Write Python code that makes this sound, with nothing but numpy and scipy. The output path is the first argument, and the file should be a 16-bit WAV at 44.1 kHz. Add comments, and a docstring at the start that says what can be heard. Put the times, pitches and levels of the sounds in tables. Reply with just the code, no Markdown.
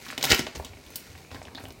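"""Creases snap in a plastic zipper bag that hands shake and pinch above a kitchen sink: each snap is
a decaying noise burst exciting a film band, the bag's resonances and a bright sheen. Crinkles are random
grains under a grip curve, the sliding seal a drifting narrow-band hiss, the wet contents damped low
sines. A small hard room adds a decaying noise tail to the film sounds, over a quiet hum of shaped noise."""
import sys
import numpy as np
from scipy import signal
from scipy.fft import rfft, irfft
from scipy.io import wavfile
from scipy.ndimage import uniform_filter1d

SR = 44100
rng = np.random.default_rng(int(sys.argv[2]) if len(sys.argv) > 2 else 0)


def wav_out(sig):
    """Save sig, one row per channel (or a flat mono array), as 16-bit PCM at SR to the path in sys.argv[1]."""
    wavfile.write(sys.argv[1], SR, np.round(np.clip(np.atleast_2d(sig).T, -1, 1) * 32767).astype(np.int16))


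N = 79380  # samples, 1.8 s


def undb(db):
    """Level to amplitude: 20 dB is a factor of ten."""
    return 10 ** (np.asarray(db) / 20)


def unit(x):
    """Normalisation to an rms amplitude of one."""
    return x / np.sqrt(np.mean(x ** 2))


def peak(x):
    """Normalisation to a peak amplitude of one."""
    return x / np.abs(x).max()


def band(x, hz, octaves):
    """Causal band-pass filtering, with edges placed evenly in octaves about the centre."""
    edges = hz * 2 ** (np.array([-.5, .5]) * octaves)
    edges = np.clip(edges, 20, .45 * SR)
    return signal.sosfilt(signal.butter(2, edges, "band", fs=SR, output="sos"), x)


def colour(x, table):
    """Spectral shaping: levels are interpolated over log frequency, then the rms is set to one."""
    hz, db = np.array(table).T
    f = np.arange(len(x) // 2 + 1) * SR / len(x) + 1  # +1 Hz keeps the logarithm finite
    gain = undb(np.interp(np.log(f), np.log(hz), db))
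    return unit(irfft(rfft(x) * gain, len(x)))


def add(out, s, x):
    """Superposition: sounds sum where they overlap."""
    i = int(s * SR)
    out[i:i + len(x)] += x[:len(out) - i]


def swell(t, rise_ms, decay_ms):
    """Exponential build-up and decay, each with its own time constant."""
    return (1 - np.exp(-t * 1000 / rise_ms)) * np.exp(-t * 1000 / decay_ms)


# Snaps of the film: (time [s], ring peak level [dB], ring centre [Hz], body peak re ring [dB],
# sheen peak re ring [dB], burst decay time constant [ms], ring width [octaves])
FILM_SNAPS = [(.055,-34,3980,-15,-12,2.8,1.2),(0.064,-33,1260,-14,-4,3.7,0.85),(0.0869,-30,3500,-10,-8,4.4,1.3),(0.1026,-20,1600,-36,-26,0.84,1.05),(.1101,-29,6000,-17,-9,3.5,1.7),(0.126,-27,1290,-18,-24,0.92,1.1),(0.13,-30,2000,-2.5,-22,2.4,1.8),
              (.1781,-16,2280,-9.5,-13,2.7,1.3),(.179,-24.5,5200,-18,-14,2.7,1.1),(0.2112,-25.5,3330,-10,-5,3.2,1.5),(0.2275,-9,4450,-19.5,-6.5,2.6,1.5),(.2399,-11.5,3540,-11.5,-22,2.5,1.5),(0.2455,-10,2780,-19,-9,1.66,1.4),(0.2521,-10,4900,-13,-3.5,1.9,0.96),(.2704,-21.5,1560,-11,-16,1,0.67),
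              (.3018,-10.5,3900,-22,-6,5.7,1),(0.3091,-20,3500,-14,-12,1.2,1.5),(0.3068,-23,2530,-9,-18,0.77,0.81),(0.3149,-11.5,3000,-5,-8,1.6,1.8),(0.3197,1,3380,-24,-30,1,1.63),(0.3264,-8.5,2190,-11.5,-20,3,0.8),(0.3327,-15,2020,-4,-14,1.46,0.69),(0.3459,-10,2860,-15,-0.5,2.1,1.8),(0.3774,-21,2770,-25,-14,2,3.5),(0.384,-21,4420,-16,-5,1,1.7),(0.3933,-10.5,2930,-8,-7,0.85,3.34),
              (0.4668,-21,2530,-4,-35,4.8,1.44),(0.5515,-30.5,3920,-7,-12,4.5,2.3),(0.5605,-28,3060,-15,-14,1.1,3.6),(0.5981,-25,604,-7,-28,4.9,1.3),(0.647,-32,3240,-11,-1.5,8.4,0.51),(.6478,-28.5,6350,-13,-8,3.3,0.61),(0.7336,-41,2190,-1.5,-18,3.8,1),(0.77,-45,2060,-1.5,-24,2.3,0.64),
              (0.864,-42.5,3150,-10,-1,5,0.79),(0.904,-42,2160,2.5,4,3.1,1.1),(0.9573,-24,6600,-17.5,4,5.5,1.4),(1.1524,-37.5,1930,-4,-21,1.4,0.55),(1.1781,-37.5,2930,-6.5,-4,6.2,1.6),(1.2474,-44,2300,3,-21,1.1,0.59),
              (1.3065,-40,2150,-5,-24,2.5,0.56),(1.3149,-33.5,2980,-2,-23,2.2,1.04),(1.33,-56,4300,2,-23,2.4,.8),(1.3458,-32,3800,1,-11,3.5,0.96),(1.3567,-37.5,1740,-3,-22,9.1,0.43),(1.4161,-37,2060,3.5,-26,3.7,0.66),(1.428,-38.5,6200,-3.5,-13.5,5.9,1.1),
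              (1.4526,-32.5,2960,-19,-28,2,1.25),(1.4711,-40,2270,0,-30,3.2,0.99),(1.482,-36.5,1690,-5.5,-31,1.6,0.61),(1.5491,-29,2900,-4.5,-8,2.1,1.6),(1.5529,-28,3810,-15,-20,5.1,0.27),(1.5746,-36.5,4100,1,-26,8.7,0.22),(1.5813,-32,1420,-17,-25,4.9,1.14),
              (1.6032,-38,1520,3.5,-6,4.3,1.3),(1.6376,-42.5,8000,7.5,0,4.8,1),(1.6541,-27,1900,-8.5,-18,1.5,1.27),(1.6844,-38.5,5000,-6,1,2.1,2.9),(1.7055,-32,2580,-3,-12,2.1,2.1),(1.7234,-42.5,8000,-13,4,2.2,1.3)]
RISE_MS = 0.29  # time constant
CRACK = 3.61  # impulse amplitude, re the unit-rms noise before its envelope
SHEEN_HZ, SHEEN_OCT = 11520, 1.25


def snaps():
    """Impulsive excitation: each crease gives way in a burst that drives ring, body and sheen."""
    out, t = np.zeros(N), np.arange(4096) / SR
    for s, db, hz, body_db, sheen_db, ms, octaves in FILM_SNAPS:
        burst = rng.standard_normal(len(t)) * swell(t, RISE_MS, ms)
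        burst[8] += CRACK  # a single-sample crack 0.2 ms into the burst
        ring = peak(band(burst, hz, octaves))
        body = undb(body_db) * peak(pouch(burst))
        sheen = undb(sheen_db) * peak(band(burst, SHEEN_HZ, SHEEN_OCT))
        add(out, s, undb(db) * (ring + body + sheen))
    return out


# Air and load in the bag: (resonance [Hz], nominal width [octaves], relative level [dB])
BAG_MODES = [(140.6, 0.61, -2), (253.5, 0.17, 2), (348, 0.33, -5.5), (663, 0.19, -7), (493, 1.82, 4)]


def pouch(x):
    """Modal resonance: the bag's low modes ring in parallel, the widest as a broad dry knock."""
    modes = np.zeros(len(x))
    for hz, octaves, db in BAG_MODES:
        b, a = signal.iirpeak(hz, 1.56 / octaves, SR)
        # dividing by root bandwidth evens the modes' response to noise
        modes += undb(db) * signal.lfilter(b, a, x) / np.sqrt(hz * octaves)
    return band(modes, 413, 3.57)


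# Grip on the film: (time [s], crinkle level [dB], sheen level [dB], body level [dB])
GRIP_LEVELS = [(0, -50.5, -58, -50), (.05, -45, -56.5, -57), (.11, -44, -54, -48.5), (.14, -50, -63, -59),
               (.17, -53, -64, -54), (.19, -55, -52, -43), (.225, -38, -66, -59), (0.24, -39, -29, -29.5),
               (.262, -32, -39, -38), (0.29, -34.5, -55, -44), (.304, -24.5, -33, -31.5),
               (.32, -14, -33, -30), (0.333, -32.5, -37, -24), (0.361, -44, -63, -55),
               (.385, -36.5, -51, -45), (0.396, -27, -42, -36), (0.429, -46, -67, -56),
               (.48, -45.5, -58, -51), (.52, -53.5, -78, -77), (0.547, -52.5, -74, -56),
               (0.558, -38.5, -62, -41.5), (.585, -54, -54.5, -53), (.64, -55.5, -65, -49.5),
               (.67, -51.5, -71, -52), (0.719, -62.5, -76, -59.5), (.84, -56.5, -67, -60.5),
               (.9, -53.5, -62.5, -62.5), (1.05, -53, -62, -63.5), (1.2, -56.5, -67, -57),
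               (1.29, -64, -68, -64.5), (1.336, -49, -64, -48), (1.37, -54, -61, -49),
               (1.41, -59.5, -72, -57.5), (1.48, -65, -72, -50), (1.536, -71, -75, -55),
               (1.565, -55, -80, -57), (1.6, -57, -61, -48.5), (1.64, -53.5, -58, -63),
               (1.68, -79, -66, -49.5), (1.74, -75, -81, -68), (1.8, -84, -72, -57)]
# Spectrum of the crinkling film: (frequency [Hz], relative spectral level [dB])
FILM_SPECTRUM = [(470, -3), (800, -26), (1430, 7), (1570, 1), (1900, 5), (3230, -1.5), (4280, 0),
                 (6730, -4.5), (8000, -9.5), (10400, -26), (17600, -120)]
CRINKLES_PER_S, CRINKLE_MS = 2700, 1  # mean rate, decay time constant
CRINKLE_SCATTER_DB, CRINKLE_TOP_DB = 5.5, 11  # mean of the exponential draw, cap on each draw


def crinkle():
    """Random impulse process: tiny creases of uneven size, their level following the grip."""
    t = np.arange(N) / SR
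    times, film_db, sheen_db, body_db = np.array(GRIP_LEVELS).T
    size_db = np.minimum(CRINKLE_SCATTER_DB * rng.exponential(size=N), CRINKLE_TOP_DB)
    hits = (rng.random(N) < CRINKLES_PER_S / SR) * undb(size_db)
    decay = np.exp(-1000 / (CRINKLE_MS * SR))  # amplitude kept per sample
    grains = signal.lfilter([1], [1, -decay], hits) * rng.standard_normal(N)
    film = colour(grains, FILM_SPECTRUM) * undb(np.interp(t, times, film_db))
    sheen = unit(band(grains, SHEEN_HZ, SHEEN_OCT)) * undb(np.interp(t, times, sheen_db))
    body = unit(pouch(grains)) * undb(np.interp(t, times, body_db))
    return film + sheen + body


# Fingers slide along the seal: (time [s], hiss level [dB], hiss centre [Hz])
SEAL_SLIDE = [(.7, -75, 4500), (.8, -79, 4950), (.9, -62.5, 6280), (1.05, -63.5, 5500), (1.15, -73, 5940),
              (1.27, -69, 6780), (1.33, -84, 6800)]
SLIDE_WIDTH_HZ = 380  # sets the averaging length of the slow noise


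def slide():
    """Amplitude modulation: slow noise on a gliding sine gives a narrow hiss that drifts in pitch."""
    t = np.arange(N) / SR
    times, db, hz = np.array(SEAL_SLIDE).T
    slow = uniform_filter1d(rng.standard_normal(N), int(SR / SLIDE_WIDTH_HZ))
    phase = 2 * np.pi * np.cumsum(np.interp(t, times, hz)) / SR
    return unit(slow * np.sin(phase)) * undb(np.interp(t, times, db))


# Thuds of the contents: (time [s], envelope peak level [dB], pitch [Hz], decay time constant [ms])
LOAD_THUDS = [(0.068, -50, 102, 14), (0.177, -46, 94.2, 12), (0.242, -49, 140, 11), (0.301, -26, 97, 13),
              (0.319, -18.5, 64, 8.8), (0.387, -43, 151, 8.7), (0.427, -45, 72.7, 18),
              (0.468, -50, 69.4, 16), (0.565, -33.5, 68, 21), (0.593, -30.5, 74, 14), (0.648, -42, 72, 21),
              (0.698, -39, 86, 21), (0.749, -39, 89, 19), (0.8, -48.5, 91.5, 16), (0.857, -46, 61.9, 14),
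              (0.94, -50, 98, 10), (1.057, -55, 61.6, 16), (1.095, -40.5, 92, 18), (1.138, -44, 84.6, 35),
              (1.21, -49, 72, 12), (1.315, -37.5, 84, 30), (1.344, -44.5, 102, 18), (1.39, -44, 88.8, 16),
              (1.47, -42, 82, 18), (1.58, -45, 93, 23), (1.634, -38, 98, 16), (1.674, -41, 91.5, 11),
              (1.698, -42, 67.3, 9.2), (1.779, -52, 72.7, 16)]
THUD_RISE_MS = 2  # time constant


def thuds():
    """Damped oscillation: the soft load swings against the bag for a few low cycles."""
    out, t = np.zeros(N), np.arange(8192) / SR
    for s, db, hz, ms in LOAD_THUDS:
        envelope = peak(swell(t, THUD_RISE_MS, ms))
        add(out, s, undb(db) * envelope * np.sin(2 * np.pi * hz * t))
    return out


ROOM_T60_S, ROOM_TREBLE_T60_S = 0.27, 0.2  # times to fall 60 dB
ROOM_DB, ROOM_GAP_MS = -6, 1  # tail energy re direct sound, build-up time constant


def room(x):
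    """Reverberation by convolution: dense echoes off tiles and steel, whose treble dies first."""
    t, n = np.arange(SR // 2) / SR, rng.standard_normal(SR // 2)
    low = band(n, 390, 7.2)
    treble = n - low
    tail = low * undb(-60 * t / ROOM_T60_S) + treble * undb(-60 * t / ROOM_TREBLE_T60_S)
    tail = tail * (1 - np.exp(-t * 1000 / ROOM_GAP_MS))
    tail = tail / np.sqrt(np.sum(tail ** 2))  # unit energy
    return signal.fftconvolve(x, tail)[:N] * undb(ROOM_DB)


# Spectrum of the hum: (frequency [Hz], relative spectral level [dB])
HUM_SPECTRUM = [(18, -57), (30, 1.5), (121, 0.5), (227, -5), (384, -6.5), (1250, -16.5), (1590, -22.5),
                (2350, -11), (3220, -23.5), (3870, -17.5), (16000, -31.5)]
HUM_DB = -52  # rms level


def hum():
    """Stationary random noise, spectrally shaped and held at a steady level."""
    return colour(rng.standard_normal(N), HUM_SPECTRUM) * undb(HUM_DB)


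def scene():
    """Linear superposition: film sounds, direct and reverberant, with the direct thuds and hum."""
    film = snaps() + crinkle() + slide()
    return (film + room(film) + thuds() + hum())[None]


MIC_LOW_HZ, TOP_HZ = 45, 15900  # lower and upper cutoffs
MIC_DIP_HZ, MIC_DIP_OCT, MIC_DIP = 10320, 0.11, 0.41  # centre, width, fraction of the band removed


def record(dry):
    """Band limiting and saturation: the microphone cuts bass and dips; the recorder rounds peaks and cuts the top."""
    x = signal.sosfilt(signal.butter(3, MIC_LOW_HZ, "high", fs=SR, output="sos"), dry)
    x = x - MIC_DIP * band(x, MIC_DIP_HZ, MIC_DIP_OCT)
    x = x / (1 + x ** 4) ** .25  # near-linear when quiet, bounded at one
    return .97 * signal.sosfilt(signal.ellip(10, .2, 60, TOP_HZ, fs=SR, output="sos"), x)


dry = scene()
out = record(dry)
wav_out(out)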